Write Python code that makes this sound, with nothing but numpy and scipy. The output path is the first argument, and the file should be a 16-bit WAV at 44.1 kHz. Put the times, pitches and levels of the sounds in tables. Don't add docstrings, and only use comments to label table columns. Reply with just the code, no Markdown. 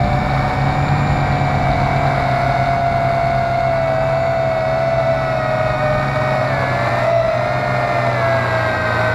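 import sys
import numpy as np
from scipy import signal
from scipy.fft import rfft, irfft, next_fast_len
from scipy.io import wavfile

SR = 44100
rng = np.random.default_rng(int(sys.argv[2]) if len(sys.argv) > 2 else 0)


def persist_wave(psi):
    counts = np.round(np.clip(psi, -1, 1) * 32767).astype(np.int16)
    wavfile.write(sys.argv[1], SR, np.atleast_2d(counts).T)


N = 403206
TIME = np.arange(N) / SR
GEAR_RATIO, PINION_TEETH = 11, 9


def from_db(db):
    return 10 ** (np.asarray(db) / 20)


def rms_one(x):
    return x / np.sqrt(np.mean(x ** 2) + 1e-20)


def in_time(points):
    t, value = np.transpose(points)
    return np.interp(TIME, t, value)


def at_hz(points, hz):
    known_hz, db = np.transpose(points)
    return np.interp(np.log(hz + 1e-9), np.log(known_hz), db)


def resonance_db(hz, centre_hz, width_hz, lift_db):
    return lift_db / (1 + (2 * (hz - centre_hz) / width_hz) ** 2)


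def coloured(x, response_db):
    size = next_fast_len(N + SR // 10)
    hz = np.arange(size // 2 + 1) * SR / size
    return irfft(rfft(x, size) * from_db(response_db(hz)), size)[:N]


def drift(rate_hz):
    step = 40
    pole = np.exp(-2 * np.pi * rate_hz * step / SR)
    noise = rng.standard_normal(N // step + 2002)
    slow = signal.lfilter([1], [1, -2 * pole, pole * pole], noise)[2000:]
    return np.interp(np.arange(N) / step, np.arange(len(slow)), rms_one(slow))


def throttle(speed):
    return (speed - speed.mean()) / 100


# (t/s, speed/turns per s)
SPEED_A = [(0.0, 763), (0.54, 752), (0.94, 798), (1.86, 750), (2.08, 769), (2.26, 732), (3.28, 738),
           (3.54, 713), (4.02, 755), (4.24, 726), (5.2, 742), (5.32, 726), (5.74, 729), (5.82, 749),
           (6.2, 752), (6.44, 725), (6.52, 739), (6.8, 689), (7.22, 667), (7.6, 720), (8.9, 624),
           (9.14, 635)]
SPEED_B = [(0.0, 694), (0.16, 733), (0.82, 741), (3.06, 681), (3.56, 684), (3.96, 650), (4.28, 671),
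           (4.64, 644), (4.86, 667), (5.32, 649), (5.4, 633), (5.64, 636), (5.9, 607), (6.44, 628),
           (6.56, 569), (6.66, 562), (7.0, 606), (7.12, 680), (7.4, 615), (8.1, 602), (8.24, 550),
           (9.14, 505)]
SPEED_C = [(0.0, 584), (0.52, 617), (1.0, 617), (1.9, 674), (2.18, 653), (3.22, 714), (3.7, 723),
           (4.22, 774), (4.68, 740), (4.82, 692), (5.62, 617), (6.44, 647), (6.56, 674), (6.96, 620),
           (7.68, 689), (8.38, 667), (8.62, 634), (9.14, 631)]
SPEED_D = [(0.0, 593), (0.48, 582), (0.92, 520), (2.06, 530), (2.26, 568), (3.26, 540), (3.94, 546),
           (4.26, 498), (4.76, 579), (6.1, 616), (6.44, 575), (6.58, 501), (7.0, 539), (7.04, 606),
           (7.16, 616), (7.34, 552), (8.1, 566), (8.24, 507), (9.14, 472)]


def motor_speeds():
    return [in_time(points) for points in (SPEED_A, SPEED_B, SPEED_C, SPEED_D)]


def shaft_angle(speed, hunting=0.000693, jitter=0.00034):
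    unsteady_speed = speed * (1 + hunting * drift(6.7) + jitter * drift(74))
    return 2 * np.pi * (np.cumsum(unsteady_speed) / SR + rng.random())


# (t/s,
# level/dB)
SHARED_LEVEL = [(0.0, -1.5), (0.28, 1.5), (2.11, 2), (2.67, 1), (2.81, -1.5), (3.23, -1), (3.8, -2),
                (4.08, -1.5), (4.36, -3.0), (5.62, -0.5), (6.33, 1.5), (6.47, 1.5), (7.03, 3.5), (7.17, -2),
                (7.73, 2), (9.14, 3.5)]


def shared_level():
    return in_time(SHARED_LEVEL)


# (t/s, level/dB)
GUSTS = [(0.0, 9.5), (1.41, 7.5), (2.53, 1.5), (2.81, 4), (3.94, -1.5), (4.36, -4), (4.5, -3.5),
         (5.77, -1.5), (5.91, 3.5), (6.33, -3.5), (7.17, -5), (7.45, -4), (9.14, -9.5)]


def gust_swing():
    return in_time(GUSTS)


# (t/s, level/dB)
OCTAVE_SWELL = [(0, -3.5), (1.6, -5), (2.3, 3.5), (4.6, 0.5), (5.9, 6.5), (7.15, -0.5), (7.7, 4),
                (9.14, -0.5)]
BUZZ_SHARE = 1
MESH_THROTTLE_DB = 1.5
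WHINE_SLOWING_DB = 4


def motor(speed, angle, levels_db, arm, rotor, shared_db):
    once_a_turn, per_blade, flutter_db, mesh_slop = 0.17, 0.18, 1.5, 0.2
    propeller_turn = angle / GEAR_RATIO
    slowing = -throttle(speed)
    *arm_resonance, away_db = arm
    shake_db = resonance_db(speed, *arm_resonance) + away_db
    buzz_base_db, buzz_slowing_db = rotor
    buzz_db = buzz_base_db + buzz_slowing_db * slowing + BUZZ_SHARE * shared_db
    mesh_db = MESH_THROTTLE_DB * throttle(speed) + flutter_db * drift(7.6)
    upper_db = WHINE_SLOWING_DB * slowing + flutter_db * drift(10)
    swell_db = {1: shake_db, 2: in_time(OCTAVE_SWELL), 3: buzz_db, PINION_TEETH: mesh_db}
    slop = {PINION_TEETH: mesh_slop * (drift(60) + np.sin(propeller_turn))}
    whine = 0
    for row, db in zip(HARMONICS, levels_db):
        k = round(row[0])
        phase = k * angle + slop.get(k, 0) + 2 * np.pi * rng.random()
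        whine = whine + from_db(db + swell_db.get(k, upper_db)) * np.sin(phase)
    turn_swing = once_a_turn * np.sin(propeller_turn)
    blade_swing = per_blade * np.sin(2 * propeller_turn + 2 * np.pi * rng.random())
    return whine * (1 + turn_swing + blade_swing)


# (multiple of shaft speed, base level/dB of motor A, B, C, D)
HARMONICS = [(1, -26, -24.5, -32, -27.5), (2, -23.5, -28, -30.5, -39.5), (3, -18.5, -18.5, -23.5, -25),
             (4, -28, -24.5, -34, -31.5), (5, -28, -28.5, -35, -34), (6, -21.5, -30, -25, -40),
             (7, -36, -32.5, -35, -34), (8, -25.5, -31, -28, -34), (9, -18.5, -29, -21.5, -18)]
# (f/Hz, width/Hz, lift/dB, level away from it/dB)
ARMS = [(659.6, 31, 5.5, -1), (659, 149, 12, -7), (665, 38, 7, -1.5), (616, 32, 8.5, -4)]
# (level/dB, slope/dB per 100 turns per s below mean speed)
ROTORS = [(-2, 1), (-2, 6), (-0.5, 2.5), (-1, 5)]
# (f/Hz, level/dB)
FRAME = [(450, -5.5), (520, -12), (580, -2.5), (680, 2), (790, -3), (1300, -10), (1550, -16), (1900, -17),
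         (2250, -15), (2670, -23), (2900, -35), (3800, -27.5), (4420, -29.5), (4750, -41), (5080, -36),
         (5550, -38.5), (5850, -39.5), (6150, -40.5), (6600, -49.5), (7050, -35.5), (7800, -29)]


def motors(speeds, angles, shared_db):
    levels = np.transpose(HARMONICS)[1:]
    vibration = sum(motor(*parts, shared_db) for parts in zip(speeds, angles, levels, ARMS, ROTORS))
    return np.sqrt(2) * coloured(vibration, lambda hz: at_hz(FRAME, hz))


# (multiple of propeller speed, relative level/dB)
BLADE_TONES = [(1, -25.5), (2, 2.5), (3, -12), (4, -11), (5, -30.5)]


def propeller(angle, gust_db=-0.63):
    tones = 0
    for multiple, db in BLADE_TONES:
        phase = round(multiple) * angle / GEAR_RATIO + 2 * np.pi * rng.random()
        tones = tones + from_db(db) * np.sin(phase)
    return np.sqrt(2) * tones * from_db(gust_db * drift(8.8))


# (base level/dB, share of the gusts' swing,
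# share of the shared level curve, slope/dB per 100 turns per s above mean speed)
PROPELLER_HUM = [(-28, -0, 0.8, 5.5), (-35, 0.47, 0.29, 3), (-36.5, -0.3, .3, -2.5), (-37, 0.6, 0.36, -7.5)]


def propellers(speeds, angles, shared_db, gust_db):
    hum = 0
    for speed, angle, row in zip(speeds, angles, PROPELLER_HUM):
        db, by_gusts, by_shared, by_speed = row
        level_db = db + by_gusts * gust_db + by_shared * shared_db + by_speed * throttle(speed)
        hum = hum + from_db(level_db) * propeller(angle)
    return hum


# (f/Hz, width/Hz, lift/dB)
SHELL = [(710, 360, 3), (2260, 210, 7.5), (3790, 400, 6), (7290, 910, 9), (10670, 600, 4)]


def shell_db(hz):
    return sum(resonance_db(hz, *row) for row in SHELL)


# (f/Hz, relative level/dB per Hz)
WASH = [(40, -17), (250, -2.5), (430, -4), (800, 1), (1350, -2.5), (1800, -9), (2500, -15), (3100, -23.5),
        (4800, -22.5), (6400, -37), (9600, -41), (12000, -38.5), (13200, -55.5), (15500, -50)]
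# (t/s, level/dB)
HISS = [(0, 0), (1.4, -3), (2.6, 1), (9.14, 0)]
WASH_DB = -25


def wash(angle, shared_db, chop=0.14, wobble=0.07, swirl_db=0.5, treble_hz=8000):
    turn = angle / GEAR_RATIO
    chopping = 1 + chop * np.sin(2 * turn) + wobble * np.sin(turn)
    air = rng.standard_normal(N) * chopping * from_db(swirl_db * drift(12))
    air = rms_one(coloured(air, lambda hz: at_hz(WASH, hz) + shell_db(hz)))
    treble = coloured(air, lambda hz: -10 * np.log10(1 + (treble_hz / (hz + 1)) ** 10))
    rush = air + (from_db(in_time(HISS)) - 1) * treble
    return from_db(WASH_DB + shared_db) * rush


RATTLE_DB, RATTLE_SHARE, RATTLE_FOLLOWS_GUSTS = -47.5, 0.97, 0.22


def gear_ticks(shared_db, gust_db, per_s=300, spread_db=5.5, ring_hz=4150, width_hz=1100):
    knocks = rng.random(N) < per_s / SR
    clicks = knocks * from_db(spread_db * np.clip(rng.standard_normal(N), -2, 2))
    edges_hz = [ring_hz - width_hz / 2, ring_hz + width_hz / 2]
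    band = signal.butter(4, edges_hz, "band", fs=SR, output="sos")
    ticks = rms_one(signal.sosfilt(band, clicks + 1e-18))
    level_db = RATTLE_DB + RATTLE_SHARE * shared_db + RATTLE_FOLLOWS_GUSTS * gust_db
    return from_db(level_db) * ticks


# (f/Hz, relative level/dB per Hz)
BUFFET = [(12, -10), (30, 1.5), (55, 7.5), (110, -1), (220, -1), (450, -25), (1500, -62)]
BUFFET_DB = -31.5


def buffet(gust_db, lumps_db=1.5):
    wind = rms_one(coloured(rng.standard_normal(N), lambda hz: at_hz(BUFFET, hz)))
    return from_db(BUFFET_DB + gust_db) * wind * from_db(lumps_db * drift(6.3))


def drive_whistle(switching_hz=3670, rms_db=-50):
    return np.sqrt(2) * from_db(rms_db) * np.sin(2 * np.pi * switching_hz * TIME)


def scene():
    speeds = motor_speeds()
    angles = [shaft_angle(speed) for speed in speeds]
    shared_db, gust_db = shared_level(), gust_swing()
    whine = motors(speeds, angles, shared_db)
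    hum = propellers(speeds, angles, shared_db, gust_db)
    rush = wash(angles[0], shared_db)
    ticks = gear_ticks(shared_db, gust_db)
    wind = buffet(gust_db)
    return (whine + hum + rush + ticks + wind + drive_whistle())[None]


def record(dry, stop_hz=15900, fade_s=0.004):
    fade = np.clip(np.minimum(TIME, TIME[::-1]) / fade_s, 0, 1)
    low_pass = signal.cheby2(24, 70, stop_hz, fs=SR, output="sos")
    return signal.sosfilt(low_pass, dry * fade)


dry = scene()
out = record(dry)
persist_wave(out)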